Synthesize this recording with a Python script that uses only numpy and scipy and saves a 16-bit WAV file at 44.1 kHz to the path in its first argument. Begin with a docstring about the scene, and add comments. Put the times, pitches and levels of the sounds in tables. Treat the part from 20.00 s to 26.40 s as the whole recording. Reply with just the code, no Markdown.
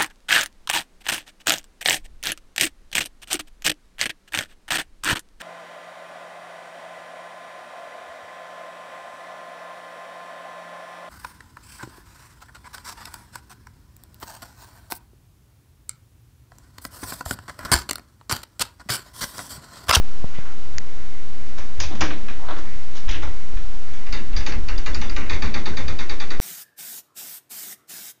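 """A rattling pet flap

A plastic pet flap in a house door is nudged, slaps its frame a few times and then rattles fast.
The door booms and the swinging flap pumps the air of a small hallway. Fur and paws rustle,
and a hand-held microphone adds pops, hiss and a drifting offset."""
import sys
import numpy as np
from scipy import signal
from scipy.io import wavfile
from scipy.ndimage import uniform_filter1d

SR = 44100
rng = np.random.default_rng(int(sys.argv[2]) if len(sys.argv) > 2 else 0)


def put_to_file(sound):
    """Save the sound as 16-bit audio at rate SR, in the file named by the first command-line argument."""
    columns = np.atleast_2d(sound).T  # one column per channel
    safe = np.clip(columns, -1, 1)
    whole_steps = np.round(safe * 32767)
    wavfile.write(sys.argv[1], SR, whole_steps.astype(np.int16))


N = 282286

# Hiss. Its tone colour: pitch_hz, relative_db. Its loudness: time_s, level_db
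HISS_COLOUR = [(59, -34), (100, -4), (259, -7.5), (294, -13.5), (345, -8.5), (602, -10.5), (1110, -10.5),
               (1620, -13), (7300, -21), (9490, -58), (16100, -120)]
HISS_LEVEL = [(0, -45.5), (1.2, -47), (1.7, -45.5), (6.4, -45.5)]
# A faint band of noise near 2 kHz comes and goes: start_s, hold_s, level_db
WAVER_SWELLS = [(.35, 0.03, -53), (.82, 0.37, -56), (1.4, 2.1, -57), (2.66, 0.064, -49.5),
                (3.1, 0.27, -55.5), (3.85, 0.46, -54)]
# Pushes against the door: start_s, hold_s, air_db, boom_db, low_panel_db
PUSHES = [(0.207, 0.016, -31, -45, -55), (0.76, 0.017, -33, -35.5, -51.5), (1.57, 0.054, -36, -40, -52.5),
          (1.797, 0.034, -29.5, -30, -69), (1.898, 0.099, -55.5, -39, -39.5),
          (2.009, 0.036, -27.5, -29, -41), (2.098, 0.035, -38.5, -38, -39.5),
          (2.2, 0.15, -32.5, -46, -49.5), (2.551, 0.21, -38.5, -41.5, -53.5),
          (3.054, 0.023, -19.5, -53, -53), (3.096, 0.029, -30, -29, -58), (3.184, 0.12, -32.5, -34, -58),
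          (3.517, 0.11, -22, -40.5, -74), (4.095, 0.034, -23, -60, -57), (4.144, 0.047, -28, -38, -39.5),
          (4.297, 0.037, -25, -46, -45), (4.364, 0.014, -18.5, -26.5, -57),
          (4.516, 0.042, -23.5, -34, -40.5), (4.583, 0.21, -22, -35.5, -57),
          (4.883, 0.11, -25.5, -31.5, -40), (5.073, 0.18, -28, -35, -44), (5.325, 0.017, -30, -31, -41),
          (5.44, 0.03, -37, -29, -35.5), (5.557, 0.028, -41, -37, -33.5), (5.673, 0.023, -33.5, -38, -40),
          (5.715, 0.21, -43, -29, -62)]
# How air, door, low panel and high panel shake. Gains add to the face level of a knock or slap:
# rest_db, knock_gain_db, slap_gain_db, lag_s, release_s
DOOR_SHAKE = [(-41.5, 7.5, -18.5, 0.0082, 0.037), (-45, -0.5, -22, 0.0017, 0.026),
              (-55.5, -4, -19.5, 0.029, 0.035), (-53, -1.5, -7.5, 0.024, 0.046)]
# Fingers pop on the microphone case: start_s, level_db, pitch_hz
POPS = [(0.2423, -25.5, 274), (0.386, -30.5, 260), (3.536, -37, 247)]
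# A fingernail ticks on the case: start_s, peak_db
NAIL_TICK = [(.7833, -7)]
# Fur and paws, one list for each movement: time_s, level_db, centre_hz
RUSTLES = [
    [(.27, -60, 890), (.3, -55, 900), (.335, -57, 1000), (.35, -47, 2080), (.39, -50, 2020),
     (.42, -54, 1410), (.47, -47, 1120), (.53, -53, 1300), (.56, -77, 1290)],
    [(2.38, -52, 680), (2.44, -45, 784), (2.48, -41.5, 990), (2.5, -36, 990), (2.54, -41, 1110),
     (2.6, -44.5, 1220), (2.64, -53.5, 900), (2.7, -52, 910)],
]
# Single slaps and nudges:
# start_s, face_db, body_db, upper_face_db, edge_db, panel_db, contact_spread_s, face_pitch_hz
SLAPS = [(1.5753, -44.5, -44.5, -50, -43, -54, 0.0055, 1800),
         (1.6, -47.5, -61, -63, -56, -58, 0.0021, 1800),
         (1.8005, -35, -42.5, -38.5, -24.5, -63.5, 0.00017, 2010),
         (1.8298, -41.5, -42.5, -40, -39, -54, 0.0026, 1940), (1.9, -50, -42, -50, -53.5, -42, 0.013, 1800),
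         (1.948, -46.5, -48, -50.5, -46, -55, 0.0029, 1920),
         (2.005, -35.5, -32, -37.5, -25, -33, 0.0015, 2300),
         (2.0105, -25, -31, -42.5, -34, -29, 0.00094, 1800),
         (2.064, -51.5, -55, -54, -52, -57, 0.00086, 1800), (2.1, -36, -41, -44, -52, -41, 0.004, 1900),
         (2.282, -39, -48.5, -49, -49, -57, 0.001, 1920), (2.4845, -36.5, -36, -46, -70, -49, 0.0006, 1037),
         (2.504, -58, -39.5, -45, -53, -60, 0.0016, 1490), (2.5598, -50, -46, -49, -73, -44.5, .003, 1210),
         (2.5796, -58, -49, -57, -47, -50, 0.0024, 1250),
         (2.9492, -52.5, -57, -48.5, -44.5, -57, 0.0032, 1800),
         (2.9616, -48.5, -60, -49, -42, -68, 0.0054, 1800),
         (3.0796, -40, -64, -60, -55.5, -54, 0.00087, 2050),
         (3.089, -34.5, -43.5, -50, -36.5, -48, 0.0012, 2350),
         (3.1078, -51, -52, -40.5, -37, -53, 0.0018, 2430), (3.123, -39, -60, -54, -56, -62, 0.00097, 1980),
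         (3.142, -38, -55, -49, -52, -55.5, 0.0013, 2100), (3.157, -42, -60, -60, -60, -63, 0.00076, 2110),
         (3.22, -43, -52, -59, -48, -64, 0.0014, 2560), (3.2281, -38.5, -39, -53.5, -44, -57, 0.001, 1560),
         (3.5654, -46.5, -63, -54, -62, -69, 0.0035, 1800)]
# How long the hallway's echo takes to fall by 60 dB: pitch_hz, fade_s
ECHO_TIMES = [(300, 0.84), (520, 0.31), (800, 0.23), (2100, 0.27), (5500, 0.28)]
# The flap knocks on its frame while it is pushed about: start_s, face_db, edge_db, ping_db
PUSHED_KNOCKS = [(3.935, -55, -52, -55), (4.0639, -48.5, -55, -62.5), (4.1245, -38.5, -37.5, -32),
                 (4.1694, -45, -57, -44), (4.329, -48.5, -57, -62), (4.363, -42.5, -36.5, -27),
                 (4.4039, -44, -50, -46), (4.4627, -36, -34.5, -31), (4.5194, -41.5, -49, -31),
                 (4.6835, -38.5, -43, -34), (4.7774, -47, -45.5, -29.5), (4.8601, -36.5, -37.5, -50),
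                 (4.9443, -42, -37.5, -27), (5.013, -38, -40.5, -46), (5.0946, -44.5, -47, -31.5),
                 (5.1621, -37, -42.5, -37), (5.2059, -43.5, -68, -52), (5.2596, -47, -69.5, -58)]
# The lower tones of each ping: pitch_hz, above_face_db
LOWER_PINGS = [(2480, 6.5), (3850, 3)]
# The edge squeaks on the frame near 3.5 kHz, and one short dry knock sounds near 1.5 kHz: middle_s, level_db,
# pitch_hz
SQUEAKS = [(4.343, -45, 3450), (4.765, -46, 3480), (4.936, -38, 3480), (5.084, -39.5, 3480),
           (5.738, -35, 1550)]
# Pops and slaps jolt the microphone's offset: start_s, step_size, recovery_s
OFFSET_JOLTS = [(0, .045, 1.2), (.245, .07, 1.0), (.78, .04, .8), (1.8, .09, .06), (3.53, .03, .3),
                (4.3, .035, .6)]

# A mode is a pitch at which something rings. All tables below list: pitch_hz, width_hz, level_db. # The highest
# entry in each edge list is no ringing of the flap: it adds a faint high sizzle above the treble cut
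WAVER_MODES = [(2000, 450, 0.5), (2260, 390, -2)]
AIR_MODES = [(14.1, 8.1, 0), (29.6, 11.2, 0), (40.6, 9.3, -8.5)]
BOOM_MODES = [(65.7, 14.86, -3), (73.95, 13.4, 0.5), (81, 21.4, -7.5)]
LOW_PANEL_MODES = [(130.6, 15, -5), (218.6, 15.3, 3.5)]
HIGH_PANEL_MODES = [(274.2, 20, -1.24), (325, 138, -4.5)]
CASE_MODES = [(1920, 450, 1.5), (4470, 650, 0), (6960, 4300, -1.5)]
FRAME_MODES = [
    [(1360, 1300, 0.5), (1800, 530, 0), (2300, 650, -3.5)],
    [(564, 220, 4), (800, 470, 5.5), (1134, 470, -2.5)],
    [(2900, 1600, 1), (3880, 1500, -1)],
    [(4700, 890, -1.5), (5830, 1400, 0), (7700, 4800, -3.5), (8600, 910, 7.5)],
]   # four lists for a slap: face, body, upper face, edge (its top entry a faint high sizzle)
SLAPPED_PANEL_MODES = [(208.5, 28, -5), (283.7, 27, -7), (314.7, 8.3, -7.5), (353, 14, -8), (448, 33, -3.5)]
FACE_MODES = [(1260, 380, 2), (1560, 370, 2.5), (1924, 430, 6), (2230, 365, 5.3), (2600, 500, 1.8)]
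HELD_FACE_MODES = [(2810, 430, 4.0)]   # added while the flap is held and pushed
BODY_MODES = [(470, 180, -10.5), (846, 666, -2), (955, 513, 1.5)]
EDGE_MODES = [(3570, 500, 4.5), (4564, 700, -1.5), (5840, 1100, -1), (6490, 4400, -8), (9000, 1500, 4)]


def amp(db):
    """Turn decibels into a number to multiply by."""
    return 10 ** (np.asarray(db) / 20)


def unit_level(x):
    """Scale a signal so that its average power is 1."""
    return x / np.sqrt(np.mean(x ** 2) + 1e-20)


def in_time(rows):
    """Join a table's points with straight lines, giving one value per sample."""
    times, *columns = np.transpose(rows)
    return [np.interp(np.arange(N) / SR, times, column) for column in columns]


def at_hz(points, hz):
    """Read a table at any pitch, with octaves evenly spaced."""
    pitches, values = np.transpose(points)
    return np.interp(np.log(hz), np.log(pitches), values)


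def resonate(x, modes):
    """Let a signal ring each mode, then add the rings with alternating signs."""
    out = 0
    for k, (hz, width, db) in enumerate(modes):
        r = np.exp(-np.pi * width / SR)
        feed, feedback = [(1 - r * r) / 2, 0, (r * r - 1) / 2], [1, -2 * r * np.cos(2 * np.pi * hz / SR), r * r]
        out = out + (-1) ** k * amp(db) * signal.lfilter(feed, feedback, x + 1e-18)
    return out


def noise_bands(size, low_hz, gain):
    """Noise in half-octave bands, each as strong as gain(hz) says."""
    edges = low_hz * 2 ** np.arange(0, np.log2(9000 / low_hz), .5)
    white = rng.standard_normal((2, size))
    filters = [signal.butter(2, pair, "band", fs=SR, output="sos") for pair in zip(edges, edges[1:])]
    return sum(gain(edges[k] * 2 ** .25) * signal.sosfilt(sos, white[k % 2])
               for k, sos in enumerate(filters))


def swells(rows, attack_s, release_s):
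    """The power of events that rise, hold and die away. Rows: start_s, hold_s, level_db."""
    out, t = np.zeros(N), np.arange(N) / SR
    for start, hold, db in rows:
        first, last = np.searchsorted(t, [start - 4 * attack_s, start + hold + 12 * release_s])
        age = t[first:last] - start
        rise = np.exp(-(np.minimum(age, 0) / attack_s) ** 2)
        fall = np.exp(-np.maximum(age - hold, 0) / release_s)
        out[first:last] += amp(db) ** 2 * rise * fall
    return out


def fade_in(t, rise_s):
    """A smooth climb from 0 to 1."""
    return 1 - np.exp(-(t / rise_s) ** 2)


def background():
    """The microphone hisses, and a faint narrow band of noise comes and goes."""
    hiss = unit_level(noise_bands(N, 95.1, lambda hz: amp(at_hz(HISS_COLOUR, hz))))
    waver = unit_level(resonate(rng.standard_normal(N), WAVER_MODES))
    waver_level = np.sqrt(swells(WAVER_SWELLS, attack_s=0.014, release_s=0.058))
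    return amp(in_time(HISS_LEVEL)[0]) * hiss + waver_level * waver


def door():
    """Air, door and panels rumble softly and swell with each push, slap and knock."""
    out = 0
    for k, modes in enumerate((AIR_MODES, BOOM_MODES, LOW_PANEL_MODES, HIGH_PANEL_MODES)):
        rest_db, knock_db, slap_db, lag_s, release_s = DOOR_SHAKE[k]
        shakes = [(start + lag_s, 0, face_db + knock_db) for start, face_db, *_ in all_knocks()]
        shakes += [(start + lag_s, 0, face_db + slap_db) for start, face_db, *_ in SLAPS]
        if k < 3:   # pushes do not move the high panel
            shakes += [(start, hold, levels[k]) for start, hold, *levels in PUSHES]
        level = np.sqrt(amp(rest_db) ** 2 + swells(shakes, attack_s=0.0099, release_s=release_s))
        rumble = resonate(rng.standard_normal(N + SR), modes)[SR:]
        out = out + level * unit_level(rumble)
    return out


def handling():
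    """Fingers make dull one-cycle pops on the microphone case, and a nail makes one sharp tick."""
    out, click = np.zeros(N), np.zeros(N)
    for start, db, hz in POPS:
        cycles, i = np.arange(SR // 20) / SR * hz, round(start * SR)
        crest = 2.8 * np.exp(-((cycles - .2) / 0.1) ** 2)
        dip = 2.5 * np.exp(-(cycles - 1) ** 2 / 0.16)
        tail = .5 * cycles * np.exp(-cycles / 2) * (cycles > 2)
        out[i:i + len(cycles)] += amp(db) * (crest - dip + tail)
    tick_s, tick_db = NAIL_TICK[0]
    click[round(tick_s * SR)] = 1
    tick = resonate(click, CASE_MODES)
    return out + amp(tick_db) * tick / np.max(np.abs(tick))


def rustle():
    """Fur and paws brush past: grainy noise whose pitch wanders."""
    out = np.zeros(N)
    grains = rng.standard_normal(N) * amp(2.0 * rng.standard_normal(N // 200 + 1).repeat(200)[:N])
    for rows in RUSTLES:
        db, hz = in_time(rows)
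        first, last = round(rows[0][0] * SR), round(rows[-1][0] * SR)
        fade = signal.windows.tukey(last - first, .15)
        for centre_hz in np.geomspace(600, 2600, 7):
            nearness = np.exp(-(np.log2(hz / centre_hz) / 0.35) ** 2)
            mode = [(centre_hz, 0.5 * centre_hz, 0)]
            band = unit_level(resonate(resonate(grains, mode), mode))
            out[first:last] += 1.16 * fade * (amp(db) * nearness * band)[first:last]
    return out


def hallway_blow(direct_s, echo_db, build_s, tail_share=1, rise_s=0.0007):
    """A blow in the hallway: a short burst of noise, then echoes that build up and die away."""
    t = np.arange(SR // 3) / SR
    echoes = noise_bands(len(t), 200, lambda hz: amp(-60 * t / (tail_share * at_hz(ECHO_TIMES, hz))))
    direct = rng.standard_normal(len(t)) * np.minimum(t / rise_s, 1) * np.exp(-(t / direct_s) ** 2)
    return direct + amp(echo_db) * echoes * fade_in(t, build_s)


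def strike(start_s, contacts, parts):
    """One hit rings several parts of the plastic. Each part lists: blow, modes, level_db."""
    out, i = np.zeros(N + SR), round(start_s * SR)
    for blow, modes, db in parts:
        ring = 0
        for k, mode in enumerate(modes):
            tone = resonate(resonate(blow, [mode]), [mode])   # twice, to cut nearby pitches harder
            ring = ring + (-1) ** k * amp(mode[2]) * unit_level(tone)
        ring = ring / np.sqrt(np.mean(ring[:SR // 30] ** 2))
        sound = signal.fftconvolve(contacts, ring)
        out[i:i + len(sound)] += amp(db) * sound
    return out[:N]


def slaps():
    """The flap lands along its length and shakes the whole frame. The door panel rings on."""
    out, t = np.zeros(N), np.arange(SR // 3) / SR
    for start, *part_levels, panel_db, contact_s, face_hz in SLAPS:
        shift = face_hz / 1800   # where the flap lands moves the face modes from their usual pitch
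        face = [(hz * shift, width * shift, db) for hz, width, db in FRAME_MODES[0]]
        spread_s = 2 * np.clip(contact_s, .0002, .02)
        blow = hallway_blow(0.0094 + spread_s, echo_db=-2, build_s=0.0087 + spread_s, rise_s=spread_s)
        parts = [(blow, modes, db) for modes, db in zip([face] + FRAME_MODES[1:], part_levels)]
        out += strike(start, np.ones(1), parts)
        panel = sum(resonate(rng.choice([-1, 1]) * (t == 0), [mode]) / mode[1]
                    for mode in SLAPPED_PANEL_MODES)
        panel *= fade_in(t, rise_s=0.012)   # the panel takes up the blow slowly
        i = round(start * SR)
        out[i:i + len(t)] += amp(panel_db) * panel / np.sqrt(np.mean(panel[:SR // 15] ** 2))
    return out


def all_knocks():
    """List the pushed knocks, the free swings and the one small bounce after each swing."""
    free = free_swings()
    bounces = free + [0.036, -6, -4.5, -6]   # delay_s, then face_db, edge_db and ping_db changes
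    bounces[:, 1:] -= 3 * np.arange(len(free))[:, None]   # each loses 3 dB more than the last
    return np.vstack([PUSHED_KNOCKS, free, bounces])


def rattle():
    """At each knock the flap's edge clicks and chatters, then its face and body ring."""
    t, knocks, pushed = np.arange(SR // 10) / SR, all_knocks(), len(PUSHED_KNOCKS)
    chatter = 0.01 * rng.standard_normal((len(knocks), len(t))) ** 3 * np.exp(-(t / 0.033) ** 2)
    chatter[:, 0] = 1   # the first click
    body_blow = hallway_blow(direct_s=0.0027, echo_db=20.5, build_s=0.0019)
    spots = [hallway_blow(direct_s=0.0039, echo_db=-7, build_s=0.0024, tail_share=0.88)
             for _ in range(pushed + 1)]
    out, face_rise = 0, fade_in(np.arange(len(body_blow)) / SR, rise_s=0.002)
    for k, (start, face_db, edge_db, _) in enumerate(knocks):
        edge = np.array(EDGE_MODES, float)
        if k < pushed:   # each push lands on a new spot and bends the flap, shifting its modes
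            blow, face = spots[k], FACE_MODES + HELD_FACE_MODES
            edge[:, 0] *= rng.normal(1, .025, len(edge))
            edge[:, 2] += rng.normal(0, 2.5, len(edge))
            edge[0, 2] -= 8.5   # holding the flap damps the lowest edge mode
        else:   # free swings all land near one spot
            blow, face = spots[-1] + 0.67 * spots[k % pushed], FACE_MODES
        body_db = -43.5 + 1.37 * (face_db + 38)   # harder knocks reach the body more
        parts = [(blow * face_rise, face, face_db), (body_blow, BODY_MODES, body_db),
                 (blow, edge, edge_db)]
        out = out + strike(start, chatter[k], parts)
    return out


def pings():
    """The edge pings at each knock: three short, scratchy tones that sag in pitch as it settles."""
    out, t, knocks = np.zeros(N + SR), np.arange(SR // 30) / SR, all_knocks()
    rise_s, settle_s, pitch_drop = .0036, 0.0093, 0.05
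    sagging_time = np.cumsum(1 - pitch_drop * (1 - np.exp(-t / settle_s))) / SR
    shape = t / rise_s * np.exp(1 - t / rise_s)
    for k, (start, face_db, _, ping_db) in enumerate(knocks):
        i, detune = round(start * SR), rng.normal(1, 0.0077)
        roughness = .8 if k < len(PUSHED_KNOCKS) else .35
        top_hz = 4740 + 11.5 * np.clip(ping_db - face_db - 9.5, -5, 15)   # stronger pings are higher
        tones = [(top_hz, ping_db)] + [(hz, face_db + above_db) for hz, above_db in LOWER_PINGS]
        for hz, db in tones:
            noise = uniform_filter1d(rng.standard_normal((2, len(t))), size=40)
            flutter = 1 + roughness * (unit_level(noise[0]) + 1j * unit_level(noise[1]))
            flutter /= np.sqrt(1 + 2 * roughness ** 2)
            tone = np.imag(flutter * np.exp(2j * np.pi * detune * hz * sagging_time))
            out[i:i + len(t)] += amp(db) * shape * tone
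    return out[:N]


def squeaks():
    """The flap rubs its frame and makes tiny, slightly rough blips; the lowest one is a short dry knock."""
    t, blip_s = np.arange(N) / SR, 0.004
    roughness = 1 + .35 * unit_level(uniform_filter1d(rng.standard_normal(N), size=60))
    return roughness * sum(amp(db) * np.sin(2 * np.pi * hz * t) * np.exp(-((t - middle) / blip_s) ** 2)
                           for middle, db, hz in SQUEAKS)


def free_swings(let_go_s=5.2953, count=10):
    """Let go, the flap knocks ever faster and softer. Rows: start_s, face_db, edge_db, ping_db."""
    k = np.arange(count)
    gaps_s, strength = .1 + .025 * .8 ** k, 0.81 ** k
    starts = let_go_s + np.cumsum(gaps_s) - gaps_s
    return np.transpose([starts, -41 + 7 * strength, -42 + 4.5 * strength, np.full(count, -30.5)])


def pumped_air(lead_s=.025):
    """The freely swinging flap pumps a slow pressure wave that peaks just before each knock."""
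    peaks = free_swings()[:, 0] - lead_s
    peaks = np.r_[2 * peaks[0] - peaks[1], peaks, 2 * peaks[-1] - peaks[-2]]   # one more at each end
    turns = np.interp(np.arange(N) / SR, peaks, np.arange(len(peaks)))
    return .042 * np.minimum(turns, 1) * np.cos(2 * np.pi * turns)


def scene():
    """Add up all the sounds at one microphone."""
    flap = slaps() + rattle() + pings() + squeaks() + pumped_air()
    return (background() + door() + handling() + rustle() + flap)[None]


def record(dry):
    """The microphone shifts the wave off centre by a drifting offset and cuts the highest treble."""
    t, offset = np.arange(N) / SR, -.44
    for start, step, recovery_s in OFFSET_JOLTS:
        rise = np.clip((t - start) / .015, 0, 1) if start > 0 else 1
        offset = offset + step * rise * np.exp(-(t - start) / recovery_s)
    shifted, cutoff_hz = dry[0] + offset, 7800
    treble_cut = signal.cheby2(12, 45, cutoff_hz, fs=SR, output="sos")
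    settled = signal.sosfilt_zi(treble_cut) * shifted[0]   # avoids a click at the start
    return signal.sosfilt(treble_cut, shifted, zi=settled)[0][None]


dry = scene()
out = record(dry)
put_to_file(out)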